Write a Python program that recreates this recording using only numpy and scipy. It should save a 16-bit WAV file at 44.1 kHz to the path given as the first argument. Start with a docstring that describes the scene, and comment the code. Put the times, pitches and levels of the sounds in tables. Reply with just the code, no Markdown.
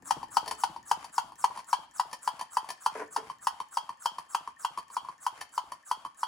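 """A hand vacuum pump, hooked to an aluminium radiator on a workbench, is worked about 3.5 times a second.
On each release a spring drives the piston back: air hisses in through a lengthening chamber, then the
piston pops home with a metal clack and the spring rings. Each squeeze vents the chamber; most bring a
softer knock. As the vacuum builds, the pops rise in pitch and the air sounds fade. Sleeve and hands
rustle, the radiator now and then scrapes on the bench, and the small workshop reverberates."""
import sys
import numpy as np
from scipy import signal
from scipy.fft import rfft, irfft, next_fast_len
from scipy.io import wavfile
from scipy.ndimage import uniform_filter1d

SR = 44100
rng = np.random.default_rng(int(sys.argv[2]) if len(sys.argv) > 2 else 0)


def digitize_waveform(pressure):
    """Quantize a signal to 16-bit integers and store it at the path in sys.argv[1].

    Rows of a 2-D input are taken as channels; values are limited to [-1, 1].
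    """
    field = np.atleast_2d(pressure).T
    bounded = np.clip(field, -1, 1)
    quanta = np.round(bounded * 32767).astype(np.int16)
    wavfile.write(sys.argv[1], SR, quanta)


N = 276507
TIME = np.arange(N) / SR
SIDES = np.array([[.5], [-.5]])  # splits a left-right difference between the channels

# piston landings: start_s, pop_db, clack_db, spring_db, hand_rub_db
STROKES = [(0.1076, -16, -29.5, -53, -62.5), (0.3689, -14, -29, -50.5, -54),
           (0.636, -16.5, -30.5, -53, -73), (0.9134, -14.5, -30, -60, -52), (1.1806, -16.5, -32, -53, -81),
           (1.4414, -13.5, -31, -60, -53.5), (1.7297, -15, -31, -45.5, -72), (1.9965, -17, -32, -52, -62),
           (2.2757, -18.5, -34.5, -48.5, -52.5), (2.5693, -16.5, -34, -52, -56),
           (2.8615, -16, -31, -50, -43), (3.163, -19.5, -34.5, -56, -53.5), (3.4701, -17, -31.5, -52, -61),
           (3.7709, -19, -34.5, -49.5, -65), (4.0575, -19, -31.5, -43, -59),
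           (4.3476, -18.5, -31.5, -51.5, -60), (4.6474, -20, -35, -49, -58),
           (4.967, -21.5, -40, -50.5, -59.5), (5.265, -19.5, -34.5, -50.5, -53.5),
           (5.578, -20.5, -37.5, -54, -64), (5.9125, -19, -35, -47, -62), (6.231, -20.5, -38, -48.5, -58)]
# knocks of handle and valve as the grip closes: start_s, knock_db, rasp_db
SQUEEZES = [(0.23, -31.5, -48), (0.46, -38, -43.5), (0.478, -43, -35), (0.511, -32, -32),
            (0.762, -33.5, -49), (1.044, -46, -41.5), (1.32, -44, -55.5), (1.509, -35.5, -59),
            (1.561, -39.5, -50), (1.574, -32.5, -45), (1.591, -38.5, -46.5), (2.113, -63, -51),
            (2.13, -54, -35), (2.394, -42, -41.5), (2.411, -31.5, -38), (2.644, -37.5, -51.5),
            (2.689, -44, -37.5), (2.703, -44, -35), (3.299, -31, -46), (3.602, -30, -42), (3.892, -31, -47),
            (4.184, -30, -41.5), (4.475, -30.5, -50.5), (4.775, -29, -41.5), (4.785, -31.5, -43.5),
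            (4.901, -43.5, -53.5), (5.048, -38.5, -57), (5.086, -32, -51.5), (5.411, -50, -34),
            (5.72, -32.5, -43.5), (6.05, -31, -46.5), (6.061, -35, -55)]


def amp(db):
    """Decibels to amplitude ratio."""
    return 10 ** (np.asarray(db) / 20)


def unit(x):
    """Normalisation to an rms of 1."""
    return x / np.sqrt(np.mean(x ** 2) + 1e-20)


def log_curve(points, hz):
    """Interpolation on a logarithmic frequency axis."""
    f, value = np.transpose(points)
    return np.interp(np.log(hz + 1), np.log(f + 1), value)


def curve(points, at):
    """Linear interpolation in a two-column table."""
    return np.interp(at, *np.transpose(points))


def add(mix, s, sound):
    """Superposition of a sound starting at time s."""
    part = mix[max(round(s * SR), 0):][:len(sound)]
    part += sound[:len(part)]


def slow_noise(size, span):
    """Noise low-passed by a moving average over span samples, at rms 1."""
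    return unit(uniform_filter1d(rng.standard_normal(size), span))


def colour(x, spectrum, size=2048):
    """Minimum-phase filter with this spectral shape and a power gain of 1."""
    gain = unit(amp(log_curve(spectrum, abs(np.fft.fftfreq(size, 1 / SR)))))
    taps = np.fft.ifft(np.exp(signal.hilbert(np.log(gain)).conj())).real
    return signal.oaconvolve(x, taps[:size // 2])[:len(x)]


def resonate(x, hz, width_hz):
    """A damped resonator of peak gain 1 whose frequency may move."""
    turn = np.exp(2j * np.pi * np.cumsum(hz * np.ones(len(x))) / SR)
    pole = np.exp(-np.pi * width_hz / SR)
    return 2 * (turn * signal.lfilter([1 - pole], [1, -pole], x / turn)).real


def by_vacuum(law, s, evacuate_s=3.54):
    """Exponential evacuation: law is (starting value, change at full vacuum), read at time s."""
    start, change = law
    return start + change * (1 - np.exp(-s / evacuate_s))


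def puff(t, hz, rise_s, sag, hold_s=.0046):
    """Chamber air oscillates briefly, sinks in pitch and is choked off; a small port radiates no bass."""
    envelope = (1 - np.exp(-t / rise_s)) * np.exp(-(t / hold_s) ** 4)
    pitch = hz * np.exp(-sag * (t / hold_s - .5))
    air = np.sqrt(2) * envelope * np.cos(2 * np.pi * np.cumsum(pitch) / SR)
    return signal.sosfilt(signal.butter(3, 620, "high", fs=SR, output="sos"), air)


def diffuse_noise(size):
    """A diffuse field is only partly coherent at two points: left and right noise."""
    # likeness of the two sides: frequency_hz, coherence
    coherence = [(60, 0.93), (400, 0.83), (1000, 0.31), (2000, 0.12), (5000, 0.13), (8000, 0.33),
                 (15000, 0.55)]
    a, b = rfft(rng.standard_normal((2, size)))
    same = np.clip(log_curve(coherence, np.fft.rfftfreq(size, 1 / SR)), -1, 1)
    return irfft(np.array([a, same * a + np.sqrt(1 - same ** 2) * b]), size)


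def handling(tightest_s=.13, grip_width_s=.053, sway_db=5, rest_db=-72, uneven_db=2, crackle_db=4):
    """Contact noise: the handled microphone rumbles, sleeve and hands rustle; both swell each squeeze."""
    # rumble and rustle spectra: frequency_hz, density_db
    rumble_spectrum = [(20, -10), (55, 2.5), (85, 0), (180, 0.5), (300, 2.5), (500, -18), (1000, -1.5),
                       (4000, -70)]
    rustle_spectrum = [(100, -44), (500, 10), (950, 15), (1600, 14.5), (2500, 9.5), (3700, -4), (4600, 3),
                       (7000, 0.5), (10000, 1), (13000, -13), (16000, -36)]
    # low handling rumble on the microphone, strongest at the start and swelling as the radiator
    # scrapes: time_s, level_db
    rumble_level = [(0.0, -63.5), (2.76, -79), (3.18, -67), (3.61, -79), (5.41, -77), (6.27, -78)]

    def layer(spectrum, level):
        lumps = unit(uniform_filter1d(slow_noise(N, 1100), 600))
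        noise = np.array([colour(side, spectrum)[:N] for side in diffuse_noise(next_fast_len(N))])
        return unit(noise) * level * amp(uneven_db * lumps)

    grip, rub, t = np.zeros(N), np.zeros(N), TIME[:SR // 3]
    swell = np.exp(-((t - tightest_s) / grip_width_s) ** 2)
    for s, *_, rub_db in STROKES:
        add(grip, s, swell)
        add(rub, s, amp(rub_db - 3) * swell)
    slips = unit(amp(crackle_db * slow_noise(N, 90)))
    rumble = layer(rumble_spectrum, amp(curve(rumble_level, TIME) + 1 + sway_db * grip))
    return rumble + layer(rustle_spectrum, amp(rest_db) + rub * slips)


def valve_ticks(lead_s=.085, decay_s=.0025, tick_db=(-51, -9.5), uneven_db=3,
                squeak_hz=1780, width_hz=120, squeak_db=-64, squeak_s=.0064):
    """A light impact: as the grip lets go, the valve flap seats with a tick and a faint squeak."""
    # tick spectrum: frequency_hz, density_db
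    spectrum = [(300, -20), (1000, -7), (1800, -4), (3500, -14), (6000, -4), (7500, 3), (9000, -8),
                (16000, -14)]
    tick, squeak, t = np.zeros(N), np.zeros(N), TIME[:SR // 20]
    swell = t / squeak_s * np.exp(1 - t / squeak_s)
    for s, *_ in STROKES:
        tick_gain, squeak_gain = amp(uneven_db * np.clip(rng.standard_normal(2), -2, 2))
        snap, rub = rng.standard_normal((2, len(t)))
        tone = unit(resonate(resonate(rub, squeak_hz, width_hz), squeak_hz, width_hz))
        add(tick, s - lead_s, tick_gain * amp(by_vacuum(tick_db, s)) * np.exp(-t / decay_s) * snap)
        add(squeak, s - lead_s, squeak_gain * amp(squeak_db) * swell * tone)
    return colour(tick, spectrum) + squeak


def hose_plops(swell_s=.0056, low_hz=125, drop_hz=1100, knock_db=-25, flow_decay_s=1.04):
    """Dispersion: valves and knocks jolt the hose, which passes highs first, so each plop falls."""
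    # valve closures around each landing: offset_s, rest_db, full_flow_extra_db
    closures = [(-.085, -81, 28), (0, -66, 21.5), (.055, -60, 19.5)]
    out, t = np.zeros(N), TIME[:SR // 20]
    envelope = t / swell_s * np.exp(1 - t / swell_s)
    jolts = [(s + offset, db + flow_db * np.exp(-s / flow_decay_s))
             for s, *_ in STROKES for offset, db, flow_db in closures]
    jolts += [(s, db + knock_db) for s, db, _ in SQUEEZES]
    for s, db in jolts:
        pitch = low_hz + drop_hz * np.exp(-t / rng.uniform(.004, .00523))
        flutter = 1 + slow_noise(len(t), 60)
        chirp = np.sin(2 * np.pi * (np.cumsum(pitch) / SR + rng.random()))
        add(out, s, amp(db) * envelope * flutter * chirp)
    return signal.sosfilt(signal.butter(2, 1500, fs=SR, output="sos"), out)


def intake(return_s=.07, shortest=.48, swell_s=.041, flow_db=(-54, -5.5),
           whistle_db=-2, hiss_db=15, ease_db=-10, gust_db=1.3, grit_db=1.75):
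    """Resonances vary inversely with length: they fall as the piston runs back and air rushes in."""
    # air modes of the chamber at full length: pitch_hz, width_hz, level_db
    modes = [(958, 65, -0.5), (4580, 610, 2), (6900, 700, -17), (10200, 1100, -1)]
    # hiss spectrum: frequency_hz, density_db
    spectrum = [(300, -22.5), (1200, 12.5), (2500, -14), (3800, -11), (5500, -16), (7800, 14), (10000, 3),
                (12000, -4), (13800, -14), (15500, -7)]
    whistle, hiss, t = np.zeros(N), np.zeros(N), TIME[:SR // 10]
    for s, *_ in STROKES:
        jet, leak = rng.standard_normal((2, len(t)))
        rough_db = gust_db * slow_noise(len(t), 250) + grit_db * slow_noise(len(t), 25)
        run_s = return_s * (1 + .036 * rng.uniform(-1.2, 1))
        travel = np.minimum(t / run_s, 1)
        length = shortest + (1 - shortest) * travel ** 1.41  # share of the full length
        opening = np.sin(np.pi / 2 * np.minimum(t / swell_s, 1)) ** 2
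        closing = np.minimum((1 - travel) * 20, 1)
        flow = opening * closing * unit(amp(rough_db)) * amp(by_vacuum(flow_db, s))
        air = np.zeros(len(t))
        for hz, width, db in modes:
            pitch = hz / length
            band = unit(resonate(resonate(jet, pitch, width), pitch, 2 * width))
            air += amp(db) * band / (1 + (pitch / 15000) ** 20)  # the whistle's modes fade out above about 15 kHz
        add(whistle, s - run_s + .0012, amp(whistle_db) * flow * air)
        add(hiss, s - run_s + .0014, amp(hiss_db + ease_db * travel) * flow * leak)
    return whistle + colour(hiss, spectrum)


def piston_pops(pitch_hz=(915.5, 79), scatter_hz=12):
    """Cavity resonance: the landing piston drives out the last air; the pitch rises with the vacuum."""
    # modes of the pump body: pitch_hz, width_hz, level_db
    modes = [(978, 29, -9), (1286, 29, 5), (1730, 43, -36), (1933, 45, 12.5)]
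    out, t = np.zeros(N), TIME[:SR // 50]
    for s, db, *_ in STROKES:
        hz = by_vacuum(pitch_hz, s) + scatter_hz * rng.uniform(-.79, 1)
        add(out, s, amp(db + 2) * puff(t, hz, rise_s=.001, sag=.17))
    return out + sum(amp(db) * resonate(out, hz, width) for hz, width, db in modes)


def piston_clacks(seat_s=.0039, crack_s=.0021, rattle_s=.01, rattle_db=-8):
    """Brief impacts are broadband: metal meets metal, seats a moment later, and the linkage rattles."""
    # clack spectrum: frequency_hz, density_db
    spectrum = [(100, -19.5), (400, -18), (1400, 11.5), (2000, -6), (2600, -3), (3100, 6), (3650, -10),
                (4600, 5), (6000, -2), (7200, -3.5), (10000, -2), (12500, -12), (14000, -14), (16000, -16)]
    out, t = np.zeros(N), TIME[:SR // 10]
    seating = (t > seat_s) * np.exp(-abs(t - seat_s) / crack_s)
    envelope = np.exp(-t / crack_s) + seating + amp(rattle_db) * np.exp(-t / rattle_s)
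    for s, _, db, *_ in STROKES:
        add(out, s, amp(db + 2) * envelope * rng.standard_normal(len(t)))
    return colour(out, spectrum)


def spring_ring(build_s=.003, uneven_db=2):
    """Free vibration: each landing rings the spring; its coils touch, so the ring is rough and varies."""
    # modes of the spring and steel handle: pitch_hz, level_db, t60_s
    modes = [(2910, 2, 0.29), (3126, 19.5, .13), (3253, 14, 0.19), (3320, 6.5, 0.31), (3560, -29, .18),
             (4460, 3.5, 0.24), (5500, -6, 0.31), (5460, -8, 0.19)]
    out, t = np.zeros(N), TIME[:SR // 3]
    hz, db, t60 = np.transpose(modes)[:, :, None]
    envelopes = amp(db - 60 * t / t60) * (1 - np.exp(-t / build_s))
    for s, _, _, level_db, _ in STROKES:
        scatter = rng.standard_normal((len(modes), 1))  # varies each mode's level and phase
        wander = np.cumsum(rng.standard_normal(envelopes.shape), 1) / 250
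        partials = np.sin(2 * np.pi * (hz * t + wander + scatter))
        ring = (envelopes * amp(uneven_db * scatter) * partials).sum(0)
        add(out, s, amp(level_db) * ring / np.std(ring[:SR // 30]))
    return out


def exhaust(delay_s=.01, length_s=.13, flow_db=(-51, -8)):
    """Flow noise: while the grip closes, the chamber empties through its vent."""
    # vent spectrum: frequency_hz, density_db
    spectrum = [(300, -40), (700, 11.5), (1100, 16.5), (1400, 4), (2000, -13.5), (2700, -8), (3700, -5),
                (4700, -19), (8000, -4.5), (15000, -21.5)]
    flow = np.zeros(N)
    for s, *_ in STROKES:
        add(flow, s + delay_s, signal.windows.tukey(int(length_s * SR), .5))
    return colour(flow * amp(by_vacuum(flow_db, TIME)) * rng.standard_normal(N), spectrum)


def grip_knocks(pitch_hz=(908, 180), rise_s=.0008, decay_s=.007, grain_db=3):
    """Impact and stick-slip: the closing grip knocks on the chamber and the steel pivot rasps."""
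    # rasp spectrum: frequency_hz, density_db
    spectrum = [(100, -9), (400, -5.5), (1000, 21.5), (1800, -11), (2300, 3.5), (3100, 1), (3650, -4.5),
                (4600, -2), (6500, -4.5), (10000, 3), (13000, -11), (16000, -21)]
    # modes of the pivot: pitch_hz, width_hz, level_db
    modes = [(1772, 96, 10.5), (3075, 53.4, 11), (4524, 200, 8.5), (5510, 130, -1)]
    knock, rasp, t = np.zeros(N), np.zeros(N), TIME[:SR // 12]
    envelope = (1 - np.exp(-t / rise_s)) * np.exp(-t / decay_s)
    for s, knock_db, rasp_db in SQUEEZES:
        slips = unit(amp(grain_db * slow_noise(len(t), 30)))
        add(knock, s, amp(knock_db + 3) * puff(t, by_vacuum(pitch_hz, s), rise_s, sag=.0053))
        add(rasp, s - .001, amp(rasp_db + 5) * envelope * slips * rng.standard_normal(len(t)))
    ring = sum(amp(db) * resonate(rasp, hz, width) for hz, width, db in modes)
    return knock + colour(rasp, spectrum) + ring


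def radiator_scrape(slips_per_s=900, rise_s=.0021, fade_s=.016):
    """Stick-slip friction: dense slips ring the radiator, first as two early squeezes shake it, then as it
    shifts on the wood in short jerks."""
    # the radiator rung by two early squeezes, then jerks across the bench: start_s, level_db
    jerks = [(.46, -49.5), (0.509, -47), (2.949, -35), (2.994, -36), (3.016, -44), (3.17, -37.5),
             (3.222, -55)]
    # modes of the radiator: pitch_hz, width_hz, level_db
    modes = [(301, 16, -16), (444, 14, 0.5), (490, 100, -6.5), (660, 140, 3.5), (962, 87, 2.5),
             (1390, 65, -11), (1920, 300, -29)]
    speed, t = np.zeros(N), TIME[:SR // 8]
    for s, db in jerks:
        add(speed, s, amp(db - 4) * (1 - np.exp(-t / rise_s)) * np.exp(-t / fade_s))
    sizes = rng.uniform(.16, 1, N) * rng.choice([-1, 1], N)
    force = speed * unit(sizes * (rng.random(N) < slips_per_s / SR))
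    body = sum(amp(db) * np.sqrt(SR / (np.pi * width)) * resonate(force, hz, width)
               for hz, width, db in modes)
    return signal.sosfilt(signal.butter(6, [220, 2300], "band", fs=SR, output="sos"), body)


def early_reflections(x, dull_hz=3000):
    """Specular reflection: radiator, bench and tool chest return single, slightly dulled echoes."""
    # echoes from near surfaces: delay_s, level_db, left_lead_s
    echoes = [(.0062, -16.5, .0002), (.0085, -48, -.0002), (.0118, -31.5, 0.0037), (.0185, -18, 0.00095),
              (0.0262, -16.5, 0.022), (0.038, -44, 0)]
    out = np.zeros((2, N))
    dulled = signal.sosfilt(signal.butter(1, dull_hz, fs=SR, output="sos"), x)
    for delay, db, lead in echoes:
        add(out[0], delay - lead / 2, amp(db) * dulled)
        add(out[1], delay + lead / 2, amp(db) * dulled)
    return out


def workshop(x, gap_s=.0065, near_db=-10, near_t60_s=.073, far_db=-18, turn_hz=.596, responses=3):
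    """Reverberation: quick scatter off radiator and bench, then a tail; both shift as the pump moves."""
    # decay of the room: frequency_hz, t60_s
    decay_times = [(100, 0.28), (400, 0.53), (1000, 0.36), (3000, 0.62), (8000, 0.24), (15000, 0.21)]
    out = np.zeros((2, N))
    for k in range(responses):
        hz, t, bands = signal.stft(diffuse_noise(SR * 3 // 4), SR, nperseg=256)
        decay = amp(-60 * t / log_curve(decay_times, hz)[:, None])
        far = signal.istft(bands * decay, SR, nperseg=256)[1]
        t = TIME[:far.shape[1]]
        near = diffuse_noise(len(t)) * amp(-60 * t / near_t60_s)
        echo = amp(near_db) * unit(near * (t > gap_s)) + amp(far_db) * unit(far * (t > gap_s))
        crossfade = np.sqrt(2 / responses) * np.cos(np.pi * (turn_hz * TIME + k / responses))
        out += signal.fftconvolve((x * crossfade)[None], echo / np.sqrt(len(t)), axes=1)[:, :N]
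    return out


def scene():
    """Direct and reflected sound superpose; the pump drifts from the left to just past the centre."""
    # stereo balance: time_s, left_minus_right_db
    drift = [(0, 2.6), (.7, .8), (1.5, -.4), (3.5, -.9), (6.2, -1.6)]
    pops = piston_pops()
    steel = piston_clacks() + spring_ring() + intake() + valve_ticks()
    grip = grip_knocks() + radiator_scrape() + exhaust()
    direct = pops + steel + grip + hose_plops()
    # directivity: the pop is aimed at the listener; the rest radiates all round and sounds wetter
    wet = workshop(amp(1.5) * pops + amp(3.5) * steel + amp(4.5) * grip) + early_reflections(direct)
    return (direct + wet) * amp(SIDES * curve(drift, TIME)) + handling()


def record(dry, bass_cut_hz=42, edge_hz=16100):
    """Linear filtering: two microphone ports differ in phase and level; bass and top are then cut."""
    # phase between the ports: frequency_hz, left_lead_rad
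    lead = [(0, 0), (1300, .45), (1600, -.1), (2400, .4), (3200, 1.3), (3800, .3), (5600, .5), (7000, -.5),
            (8400, -3.14), (10100, -6.28), (12000, -9.42), (14000, -12.57), (15200, -14.2), (16000, -14.4)]
    # level between the ports: frequency_hz, left_minus_right_db
    tilt = [(300, 0), (900, 2.5), (2500, 4), (5500, 4), (7000, 0.5), (8000, 0.5), (9000, 0.5)]
    size = next_fast_len(N + 4096)
    hz = np.fft.rfftfreq(size, 1 / SR)
    ports = amp(SIDES * log_curve(tilt, hz)) * np.exp(1j * SIDES * curve(lead, hz))
    heard = irfft(rfft(dry, size) * ports, size)[:, :N]
    heard = signal.sosfilt(signal.butter(2, bass_cut_hz, "high", fs=SR, output="sos"), heard)
    band_limit = signal.firwin(511, edge_hz, window=("kaiser", 9), fs=SR)
    return signal.oaconvolve(heard, band_limit[None], "same")


dry = scene()
out = record(dry)
digitize_waveform(out)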